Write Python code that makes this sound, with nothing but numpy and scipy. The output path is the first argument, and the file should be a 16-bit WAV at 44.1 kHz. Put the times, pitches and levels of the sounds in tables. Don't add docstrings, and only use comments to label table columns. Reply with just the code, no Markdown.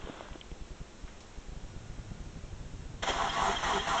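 import sys
import numpy as np
from scipy import signal
from scipy.fft import rfft, irfft
from scipy.io import wavfile

SR = 44100
rng = np.random.default_rng(int(sys.argv[2]) if len(sys.argv) > 2 else 0)


def to_wav(sig):
    pcm = np.clip(np.atleast_2d(sig), -1, 1) * 32767
    pcm = np.round(pcm).astype(np.int16)
    wavfile.write(sys.argv[1], SR, pcm.T)


N = 176400
T = np.arange(N) / SR
CRANK_START_S = 3.022
CRANKING = T > CRANK_START_S

# (frequency [Hz], relative level [dB])
HISS_COLOUR = [(100, -13.5), (330, -0.5), (1700, -11.5), (3900, -15), (7450, -16), (7900, -21.5),
               (8500, -31.5), (8900, -72)]


def amp(db):
    return 10 ** (np.asarray(db) / 20)


def unit(x):
    return x / np.sqrt(np.mean(x ** 2) + 1e-20)


def while_cranking(x):
    return x / np.sqrt(np.mean(x[CRANKING] ** 2)) * CRANKING


def curve(table, column=1):
    rows = np.array(table)
    return np.interp(T, rows[:, 0], rows[:, column])


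def noise():
    return rng.standard_normal(N)


def butter(order, hz, kind="low"):
    return signal.butter(order, hz, kind, fs=SR, output="sos")


def wander(rate_hz):
    return unit(signal.sosfilt(butter(2, rate_hz), noise()))


def colour(x, points):
    hz, db = np.transpose(points)
    f = np.fft.rfftfreq(N, 1 / SR)
    gain = amp(np.interp(np.log(f + 1), np.log(hz + 1), db))
    return unit(irfft(rfft(x) * gain, N))


def ring(x, hz, width):
    r = np.exp(-np.pi * width / SR)
    return unit(signal.lfilter([1, 0, -1], [1, -2 * r * np.cos(2 * np.pi * hz / SR), r * r], x))


def resonate(x, modes):
    return sum(amp(db) * ring(x, hz, width) for hz, width, db in modes)


def dull_noise(hz):
    return ring(ring(noise(), hz, 2 * hz), hz, 2 * hz)


def swell(centre, half):
    return np.exp(-((T - centre) / half) ** 2)


def blow(start, decay):
    return np.clip((T - start) * SR / 20, 0, 1) * np.exp(-np.maximum(T - start, 0) / decay)


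def background():
    # (frequency [Hz], relative level [dB])
    rumble = [(30, 9.5), (70, 4), (150, -4.5), (230, -2.5), (400, -58)]
    return amp(-55) * colour(noise(), HISS_COLOUR) + amp(-52) * colour(noise(), rumble)


def thumps(length_s=0.00956):
    onsets = [0.041, 0.312, 0.517, 0.613, 0.708, 0.806, 1.04, 1.377, 1.485, 1.522, 1.565, 1.638, 1.764,
              1.899, 1.988, 2.11, 2.204, 2.263, 2.362, 2.439, 2.529, 2.601, 2.657, 2.738, 2.795, 2.856,
              2.942, 3.027, 3.099, 3.162, 3.229, 3.297, 3.424, 3.495, 3.573, 3.656, 3.738, 3.8, 3.909]
    dips = sum(1.0 * ((T > s) & (T < s + length_s)) for s in onsets)
    rounded = signal.sosfiltfilt(butter(1, 400), dips)
    return -amp(-33) * signal.sosfilt(butter(1, 13, "high"), rounded)


def rustle():
    # (frequency [Hz], relative level [dB])
    tone = [(100, -9), (300, 1), (1540, -4), (2340, -14), (3370, -7.5), (5500, -36)]
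    # (time [s], level [dB])
    fade = [(0, -52), (.08, -48.5), (.2, -49), (.34, -55), (.42, -66), (.6, -68)]
    # (start [s], decay [s], centre [Hz], level [dB])
    scuffs = [(1.075, 0.033, 1600, -52.5), (1.205, 0.019, 4500, -52.5)]
    grains = noise() * amp(2.0 * wander(270))
    out = colour(grains, tone) * amp(curve(fade))
    for s, decay, hz, db in scuffs:
        out += amp(db) * blow(s, decay) * ring(colour(noise(), HISS_COLOUR), hz, hz)
    return out


def knocks(grit=0.46):
    # (time [s], level [dB], pitch [Hz], decay [s])
    hits = [(.072, -34, 460, 0.0034), (.0885, -35.5, 475, 0.0035), (0.0965, -25, 280, 0.0032),
            (.208, -29, 666, 0.0016), (.286, -37.5, 945, 0.0013), (0.355, -32.5, 317, 0.0031),
            (.515, -39, 300, 0.003), (0.809, -38.5, 151, 0.0074), (2.114, -37, 200, 0.0072),
            (2.37, -38, 160, 0.0079)]
    out = np.zeros(N)
    for s, db, hz, decay in hits:
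        body = np.sqrt(2) * np.sin(2 * np.pi * hz * (T - s)) + grit * dull_noise(hz)
        contact = np.clip(2 * hz * (T - s), 0, 1)
        out += amp(db) * contact * blow(s, decay) * body
    return out


def ticks():
    # (time [s], level [dB])
    hits = [(.016, -45), (0.331, -46), (0.412, -41.5), (0.512, -47.5)]
    # (frequency [Hz], relative level [dB])
    tone = [(1400, -35), (2200, 3), (3350, 6), (3900, -34)]
    return colour(noise(), tone) * sum(amp(db) * blow(s, decay=0.0038) for s, db in hits)


def pump(whine_order=15):
    # (time [s], rotation rate [Hz], hum level [dB])
    run = [(1.48, 71.6, -108), (1.62, 96.5, -57), (2.4, 94, -56), (3.0, 96, -57)]
    # (frequency [Hz], relative level [dB])
    wash_tone = [(40, -15.5), (110, 4), (160, -0.5), (260, -10), (1500, -45.5)]
    turns = np.cumsum(curve(run) * (1 + 0.0049 * wander(16.5))) / SR
    hum = unit(np.sin(2 * np.pi * turns)) * amp(2.5 * wander(14))
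    whine = unit(np.sin(2 * np.pi * whine_order * turns)) * amp(1.7 * wander(6.7)) * swell(1.93, 0.47)
    wash = colour(noise(), wash_tone)
    fade = (T > run[0][0]) * np.exp(-np.maximum(T - run[-1][0], 0) / 0.6)
    return fade * amp(curve(run, column=2)) * (hum + amp(-11.5) * whine + amp(5.5) * wash)


def squeaks():
    # (centre [s], half length [s], pitch [Hz], level [dB])
    chirps = [(3.102, 0.012, 3236, -34.5), (3.135, 0.0082, 4960, -46), (3.302, 0.0084, 3200, -36),
              (3.299, 0.0067, 5070, -44), (3.337, 0.0085, 4930, -45.5), (3.48, 0.013, 6650, -45),
              (3.526, 0.0041, 6520, -43), (3.571, 0.0099, 3230, -32.5), (3.643, .008, 6000, -44),
              (3.741, .009, 3210, -36.5), (3.804, 0.0094, 3203, -34), (3.986, 0.012, 3220, -37.5)]
    drift = 1 + 0.0191 * wander(300)
    return sum(amp(db) * swell(s, half) * unit(np.sin(2 * np.pi * np.cumsum(hz * drift) / SR))
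               for s, half, hz, db in chirps)


def clunk():
    return amp(-34.5) * swell(3.103, 0.016) * dull_noise(hz=260)


def metal_ring():
    # (frequency [Hz], width [Hz], relative level [dB])
    modes = [(7585, 40, 0), (8430, 40, -9)]
    # (centre [s], half length [s], level [dB])
    swells = [(3.44, 0.032, -53), (3.705, 0.047, -61), (3.899, 0.036, -53.5)]
    return unit(resonate(noise(), modes)) * sum(amp(db) * swell(s, half) for s, half, db in swells)


def engine_bay(x, decay_s=0.012, wet=0.91):
    t = np.arange(SR // 16) / SR
    tail = rng.standard_normal(len(t)) * np.exp(-t / decay_s)
    reflections = signal.fftconvolve(x, tail / np.linalg.norm(tail))[:N]
    return np.sqrt(1 - wet) * x + np.sqrt(wet) * reflections


def tooth_hits(teeth, spread_db=2.5, scrape_share=0.9, scrape_periods=0.8):
    tooth = teeth.astype(int)
    strength = amp(spread_db * np.clip(rng.standard_normal(4000), -2, 1))[tooth % 4000]
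    clicks = np.diff(tooth, prepend=0) * strength
    scrape = noise() * strength * np.exp(-(teeth % 1) / scrape_periods)
    return (1 - scrape_share) * unit(clicks) + scrape_share * unit(scrape)


def brush_hiss(hits):
    # (frequency [Hz], relative level [dB])
    tone = [(2000, 10), (4000, 5.5), (4400, 6), (4700, -15.5), (5050, 3.5), (6400, 4.5), (7600, 2),
            (7900, -33.5)]
    return while_cranking(colour(noise() + 0.44 * hits, tone))


def cover_rattle(hits):
    # (frequency [Hz], width [Hz], relative level [dB])
    modes = [(1724, 13, -3.5), (2083, 10, -3), (2785, 8, -5.5), (2966, 25, 0.5), (3170, 75, -2)]
    # (frequency [Hz], relative level [dB])
    tone = [(900, -17.5), (1500, 2), (2000, 10), (2350, -20), (2900, -9), (3300, 5.5), (4100, -1.5),
            (4700, -51)]
    rattle = colour(engine_bay(hits), tone)
    return amp(-8) * while_cranking(resonate(hits, modes)) + amp(-2.5) * while_cranking(rattle)


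def gear_clatter(hits):
    # (frequency [Hz], width [Hz], relative level [dB])
    modes = [(676, 23, -3), (786.3, 17, 7), (868, 26, 1), (1024, 18, -10), (1093, 54, -6), (1437, 35, -10)]
    # (frequency [Hz], relative level [dB])
    tone = [(60, -28), (150, 6), (290, -10.5), (560, -3), (750, 4), (1200, -0.5), (1600, -10.5),
            (2500, -58)]
    housing = signal.sosfilt(butter(4, 560, "high"), resonate(hits, modes))
    clatter = colour(engine_bay(hits), tone)
    return amp(-5.5) * while_cranking(housing) + amp(-4.5) * while_cranking(clatter)


def gear_whine(teeth, tooth_hz, sing_order=5, resonance_hz=1124, half_width_hz=55):
    whine = sum(np.sin(np.pi * k * teeth) * amp(3 * wander(40)) for k in range(7, 10))
    detuning = (sing_order * tooth_hz - resonance_hz) / half_width_hz
    sing = while_cranking(np.sin(2 * np.pi * sing_order * teeth)) / np.hypot(1, detuning)
    return amp(-7.5) * while_cranking(whine) + amp(-6) * sing


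def gear_groan(teeth):
    # (centre [s], half length [s], level [dB])
    swells = [(3.498, 0.021, -42.5), (3.763, 0.052, -42.5)]
    tone = unit(np.sin(4 * np.pi * teeth) + 0.53 * np.sin(2 * np.pi * teeth))
    return tone * amp(1.7 * wander(55)) * sum(amp(db) * swell(s, half) for s, half, db in swells)


def strain(start, rise, end, release):
    return np.clip((T - start) / rise, 0, 1) * np.exp(-np.maximum(T - end, 0) / release)


def starter(jitter=0.012, spin_up_s=0.047):
    # (time [s], tooth rate [Hz])
    speed = [(3.02, 139.6), (3.12, 159.9), (3.2, 226.3), (3.27, 198), (3.34, 225.4), (3.43, 221),
             (3.5, 196.7), (3.55, 199.9), (3.64, 249.3), (3.69, 232.4), (3.77, 190.6), (3.87, 238.3),
             (3.95, 223), (4.0, 197)]
    # (start [s], rise [s], end [s], release [s], gear drive [dB], rattle drive [dB])
    strokes = [(3.022, 0.011, 3.03, 0.016, -31.5, -33), (3.065, 0.026, 3.076, 0.039, -29, -34),
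               (3.108, 0.095, 3.275, 0.024, -33, -55.5), (3.314, 0.073, 3.53, 0.036, -30, -47),
               (3.627, 0.0045, 3.78, 0.011, -30.5, -43), (3.868, 0.0054, 4.21, .02, -31.5, -43)]
    tooth_hz = curve(speed)
    teeth = np.cumsum(tooth_hz * CRANKING * (1 + jitter * wander(40))) / SR
    load = sum(amp(db) * strain(*timing) for *timing, db, _ in strokes)
    shake = sum(amp(db) * strain(*timing) for *timing, _, db in strokes) * amp(0.83 * wander(22))
    spin = np.clip((T - CRANK_START_S) / spin_up_s, 0, 1)
    gear_hits, cover_hits = tooth_hits(teeth) * CRANKING, tooth_hits(teeth) * CRANKING
    gear = gear_clatter(gear_hits) * np.hypot(load, spin * amp(-40))
    rattle = cover_rattle(cover_hits) * np.hypot(shake, spin * amp(-41.5))
    brushes = brush_hiss(cover_hits) * (spin * amp(-44) + shake * amp(-2.5))
    return gear + rattle + brushes + metal_ring() + gear_whine(teeth, tooth_hz) * load + gear_groan(teeth)


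def scene():
    car = starter() + clunk() + squeaks() + pump()
    return (car + rustle() + knocks() + ticks() + thumps() + background())[None]


def record(dry, notch_hz=4710, notch_width_hz=390, notch_db=-4.5, cutoff_hz=8950):
    f = np.fft.rfftfreq(N, 1 / SR)
    notch = amp(notch_db * np.exp(-((f - notch_hz) / notch_width_hz) ** 2))
    heard = irfft(rfft(dry) * notch, N)
    high_cut = signal.firwin(401, cutoff_hz, window=("kaiser", 9), fs=SR)
    return signal.oaconvolve(heard, high_cut[None], "same")


dry = scene()
out = record(dry)
to_wav(out)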